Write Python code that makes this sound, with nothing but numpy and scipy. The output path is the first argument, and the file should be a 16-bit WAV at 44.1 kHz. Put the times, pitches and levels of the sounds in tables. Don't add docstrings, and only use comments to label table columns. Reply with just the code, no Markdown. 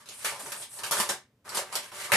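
import sys
import numpy as np
from scipy import signal
from scipy.fft import rfft, irfft
from scipy.io import wavfile

SR = 44100
rng = np.random.default_rng(int(sys.argv[2]) if len(sys.argv) > 2 else 0)


def to_wav(s):
    ch = np.atleast_2d(s).T
    pcm = np.round(np.clip(ch, -1, 1) * 32767)
    wavfile.write(sys.argv[1], SR, pcm.astype(np.int16))


N = 95344
EDGE_HZ = 15400
FFT_SIZE = 2 ** 17
HZ = np.fft.rfftfreq(FFT_SIZE, 1 / SR)


def amp(db):
    return 10 ** (np.asarray(db) / 20)


def curve(points, hz):
    freqs, values = np.transpose(points)
    return np.interp(np.log(hz + 1), np.log(freqs + 1), values)


def add(mix, start_s, sound):
    part = mix[max(round(start_s * SR), 0):][:len(sound)]
    part += sound[:len(part)]


def eq(x, db):
    size = 2 * (len(db) - 1)
    log_gain = np.log(amp(db))
    mirrored = np.concatenate([log_gain, log_gain[-2:0:-1]])
    response = np.exp(np.conj(signal.hilbert(mirrored)))[:len(db)]
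    return irfft(rfft(x, size) * response, size)[..., :x.shape[-1]]


def stereo_image(two):
    # (frequency [Hz], correlation)
    likeness = [(150, .998), (700, .97), (1100, .85), (1700, .52), (2500, .08), (3700, .15), (4800, .33),
                (7000, .46), (11500, .36), (12200, .88), (13500, .98)]
    correlation = np.clip(curve(likeness, HZ), -1, 1)
    a, b = rfft(two, FFT_SIZE)
    mid, side = a * np.sqrt((1 + correlation) / 2), b * np.sqrt((1 - correlation) / 2)
    return irfft(np.array([mid + side, mid - side]), FFT_SIZE)[:, :two.shape[1]]


def grains(per_s, spread_db):
    sizes = amp(spread_db * np.minimum(rng.exponential(1, N), 3))
    clicks = sizes * rng.choice([-1, 1], N) * (rng.random(N) < per_s / SR)
    return clicks / clicks.std()


def stroke(start, length, attack_s, release_s, swell_db=0):
    t = np.arange(N) / SR - start
    hold = amp(swell_db * (np.clip(t / length, 0, 1) - .5))
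    return np.clip(t / attack_s, 0, 1) * hold * np.exp(-np.maximum(t - length, 0) / release_s)


def fold_colour(hz, body_db, panel_hz, panel_db, corner_hz=1900, panel_octaves=0.37):
    body = 1 / (1 + (hz / corner_hz) ** 4)
    panel = np.exp(-.5 * (np.log2((hz + 1) / panel_hz) / panel_octaves) ** 2)
    return body_db * body + panel_db * panel


def squeezes(size=16384):
    # (start [s], length [s], level midway [dB], swell [dB], body [dB], panel [Hz])
    grips = [(-.03, 0.051, -43.5, -20, 1, 1510), (0.064, 0.068, -47, -4, -0.5, 2680),
             (0.182, 0.094, -37, 14, -4.5, 1750), (0.284, 0.33, -45.5, -1, 3, 750),
             (0.756, .13, -46, 5, 5, 980), (.92, .20, -36.5, -8, 2, 596),
             (1.442, 0.14, -42.5, 12.5, 7.5, 1510), (1.65, 0.13, -46.5, 9, 6, 2240),
             (1.819, 0.072, -45.5, -7.5, -2, 2180), (1.926, 0.12, -38, 9, -0.5, 1950),
             (2.07, 0.043, -43.5, 5, 8.5, 1050), (2.131, 0.055, -25, -6, 8, 1910)]
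    crackle, effort, hz = np.zeros(N), np.zeros(N), np.fft.rfftfreq(size, 1 / SR)
    wrinkles = grains(per_s=1300, spread_db=5.0)
    for start, length, db, swell_db, body_db, panel_hz in grips:
        level = amp(db) * stroke(start, length, attack_s=0.0087, release_s=0.022, swell_db=swell_db)
        click = eq(signal.unit_impulse(size), fold_colour(hz, body_db, panel_hz, panel_db=6))
        crackle += signal.fftconvolve(wrinkles * level, click)[:N]
        effort += level
    return crackle, effort


def finger_rub(effort, gain_db=-51, follow_power=0.4):
    # (frequency [Hz], relative level [dB])
    rub_eq = [(25, -27.5), (60, -3), (120, 8), (250, -7.5), (450, -6.5), (1200, -45.5)]
    rub = eq(rng.standard_normal(N), curve(rub_eq, HZ))
    return rub / rub.std() * amp(gain_db) * effort ** follow_power


def room_tone(level_db=-69):
    # (frequency [Hz], relative level [dB])
    quiet_eq = [(15, -61.5), (25, -33.5), (43, -18), (106, -8), (142, -7), (163, -15), (237, -10.5),
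                (278, -11), (354, -22), (427, -14), (790, -27), (1060, -28), (15000, -43.5)]
    noise = stereo_image(eq(rng.standard_normal((2, N)), curve(quiet_eq, HZ)))
    return amp(level_db) * noise / noise.std()


def snaps(clicks_per_s=2200, lead_click=0.95, bite_db=7, bite_follows=0.68, size=4096):
    # (time [s], level before EQ [dB], energy decay of the run [s], body [dB],
    # panel [Hz], panel ring [dB])
    creases = [ (.058, -18.5, 0.0011, 0, 3640, 5.5), (.088, -10, .0005, -5, 5300, 5),
               (.2463, 4.5, 0.0015, -1, 1820, -1), (.2545, 1, .006, -3, 1870, 13),
               (.322, -12, 0.0017, 5.5, 620, 15), (.394, -10.5, 0.0055, 5.5, 9500, 8.5),
               (0.461, -9.5, 0.0075, 9, 950, -0.5), (0.5199, -1.4, 0.00044, -4.5, 1570, 6.5),
               (.620, -6.5, 0.0063, -13, 3380, 4), (.788, -7.5, 0.0016, -1.5, 5050, 0.5),
               (0.8343, .5, 0.0043, .5, 2470, 4), (0.861, -4, .007, -10, 2380, 7),
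               (0.9105, 7, 0.002, 1, 1000, -1), (0.9176, 6.5, 0.013, -3.5, 1255, 8),
               (0.9678, -.5, 0.004, 5, 1105, 4.5), (.985, -1.5, 0.00076, 8.5, 604, -2),
               (1.0002, 8, 0.0027, -8.5, 1160, 15), (1.091, 4, 0.0024, 3.5, 6500, 5),
               (1.0985, -2, 0.0039, 1, 594, 12), (1.4923, -6, 0.00083, -7, 4970, 3),
               (1.5471, 1, 0.0044, -3, 8640, 4), (1.5705, 5, 0.0014, -1, 5400, 2),
               (1.578, -7, 0.0086, 2, 610, 18.5), (1.7267, -3, .0003, 1, 816, 6),
               (1.739, -8, 0.0051, 3, 600, 7.5), (1.7543, 5.5, 0.00075, -2, 5360, 3),
               (1.9184, -14.5, 0.0016, 6.5, 3600, 2), (2.1189, 8.5, 0.0013, 4.5, 2170, 13),
               (2.1316, 10, 0.003, 4, 2020, 11.5)]
    out, t, hz = np.zeros(N), np.arange(size) / SR, np.fft.rfftfreq(size, 1 / SR)
    top_shelf = np.minimum(hz / EDGE_HZ, 1) ** 6
    for start, db, run_s, *fold in creases:
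        clicks = rng.choice([-1, 1], size) * (rng.random(size) < clicks_per_s / SR)
        run = clicks * np.exp(-t / (2 * run_s))
        run[0] = lead_click * rng.choice([-1, 1])
        bite = (bite_db + bite_follows * db) * top_shelf
        add(out, start, eq(run / np.linalg.norm(run), db + fold_colour(hz, *fold) + bite))
    return out


def slips():
    # (start [s], length [s], level before EQ [dB])
    slides = [(0.093, 0.2, -29.5), (0.374, 0.14, -26.5), (0.51, 0.11, -24.5), (0.676, .105, -26),
              (0.936, 0.064, -12.5), (1.97, 0.084, -35)]
    level = sum(amp(db) * stroke(start, length, attack_s=0.051, release_s=0.016)
                for start, length, db in slides)
    return grains(per_s=1800, spread_db=5.0) * level


def bumps(rise_s=0.0067):
    # (time [s], envelope peak [dB], pitch [Hz])
    thuds = [(0.319, -53, 117), (0.431, -50.5, 278), (0.48, -57, 120), (0.836, -58, 115), (0.908, -53, 161),
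             (0.998, -37.5, 212), (1.103, -49, 110), (2.121, -35.5, 125), (2.133, -36, 201)]
    out, t = np.zeros(N), np.arange(SR // 4) / SR
    envelope = t / rise_s * np.exp(1 - t / rise_s)
    for start, db, hz in thuds:
        add(out, start, amp(db) * envelope * np.sin(2 * np.pi * hz * t))
    return out


def room_response(near_db=8, near_s=0.00094, build_s=0.0027, echoes_per_s=14000, size=SR // 2):
    # (frequency [Hz], time to fall 60 dB [s])
    ring_times = [(150, 0.29), (500, 0.18), (2000, 0.25), (6000, 0.21), (10000, 0.18), (14000, 0.15)]
    echoes = rng.choice([-1, 1], (2, size)) * (rng.random((2, size)) < echoes_per_s / SR)
    hz, frame_s, bands = signal.stft(echoes, SR, nperseg=256)
    decay = amp(-60 * frame_s / curve(ring_times, hz)[:, None])
    response = signal.istft(bands * decay, SR, nperseg=256)[1][:, :size]
    t = np.arange(size) / SR
    flash = amp(near_db) * np.exp(-t / near_s)
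    walls = 1 - np.exp(-(t / build_s) ** 2)
    response *= flash + walls
    return response / np.linalg.norm(response, axis=1, keepdims=True)


def room(x, spots=14, spots_per_s=330):
    spot, out = np.arange(N) / SR * spots_per_s, np.zeros((2, N))
    for k in range(spots):
        away = (spot - k + spots / 2) % spots - spots / 2
        crossfade = np.cos(np.pi / 2 * np.clip(away, -1, 1))
        out += signal.fftconvolve((x * crossfade)[None], room_response(), axes=1)[:, :N]
    return stereo_image(out)


def resonances():
    # (pitch [Hz], width [Hz], boost [dB])
    modes = [(208, 27, 7.5), (367.7, 14, 8), (590.8, 55, 13), (769.4, 19, 8), (904.5, 52, 8),
             (1019, 18, 6.5), (1030, 15, 0), (1166, 14, 6.5), (1270, 48, 4), (1585, 38, 5.5),
             (1781, 50, 7.5), (2268, 20, 7)]
    return sum(db / (1 + (2 * (HZ - hz) / width) ** 2) for hz, width, db in modes)


def scene(right_db=0.26, drag_db=-23):
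    # (frequency [Hz], gain [dB])
    film_eq = [(40, -28), (120, -15.5), (320, -13.5), (400, -2), (650, -5.5), (1100, 1), (1600, -2.5),
               (2700, -0.5), (4600, -1), (6500, -2.5), (9500, 1), (12000, -5), (13500, -16.5),
               (15000, -40.5)]
    # (frequency [Hz], gain [dB])
    slide_eq = [(100, -38), (3000, -31.5), (7000, -22), (8300, -7.5), (9600, -11), (11000, -13),
                (13000, -25.5), (15000, -50)]
    crackle, effort = squeezes()
    rub = finger_rub(effort)
    slide = slips()
    dragged = amp(drag_db) * slide
    crinkle = eq(room(snaps() + crackle + dragged), curve(film_eq, HZ) + resonances())
    hiss = eq(room(slide), curve(slide_eq, HZ))
    pan = amp([[-right_db], [right_db]])
    return (crinkle + hiss) * pan + rub + bumps() + room_tone()


def record(dry):
    low_pass = signal.firwin(511, EDGE_HZ, window=("kaiser", 9), fs=SR)
    return signal.oaconvolve(dry, low_pass[None], "same")


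dry = scene()
out = record(dry)
to_wav(out)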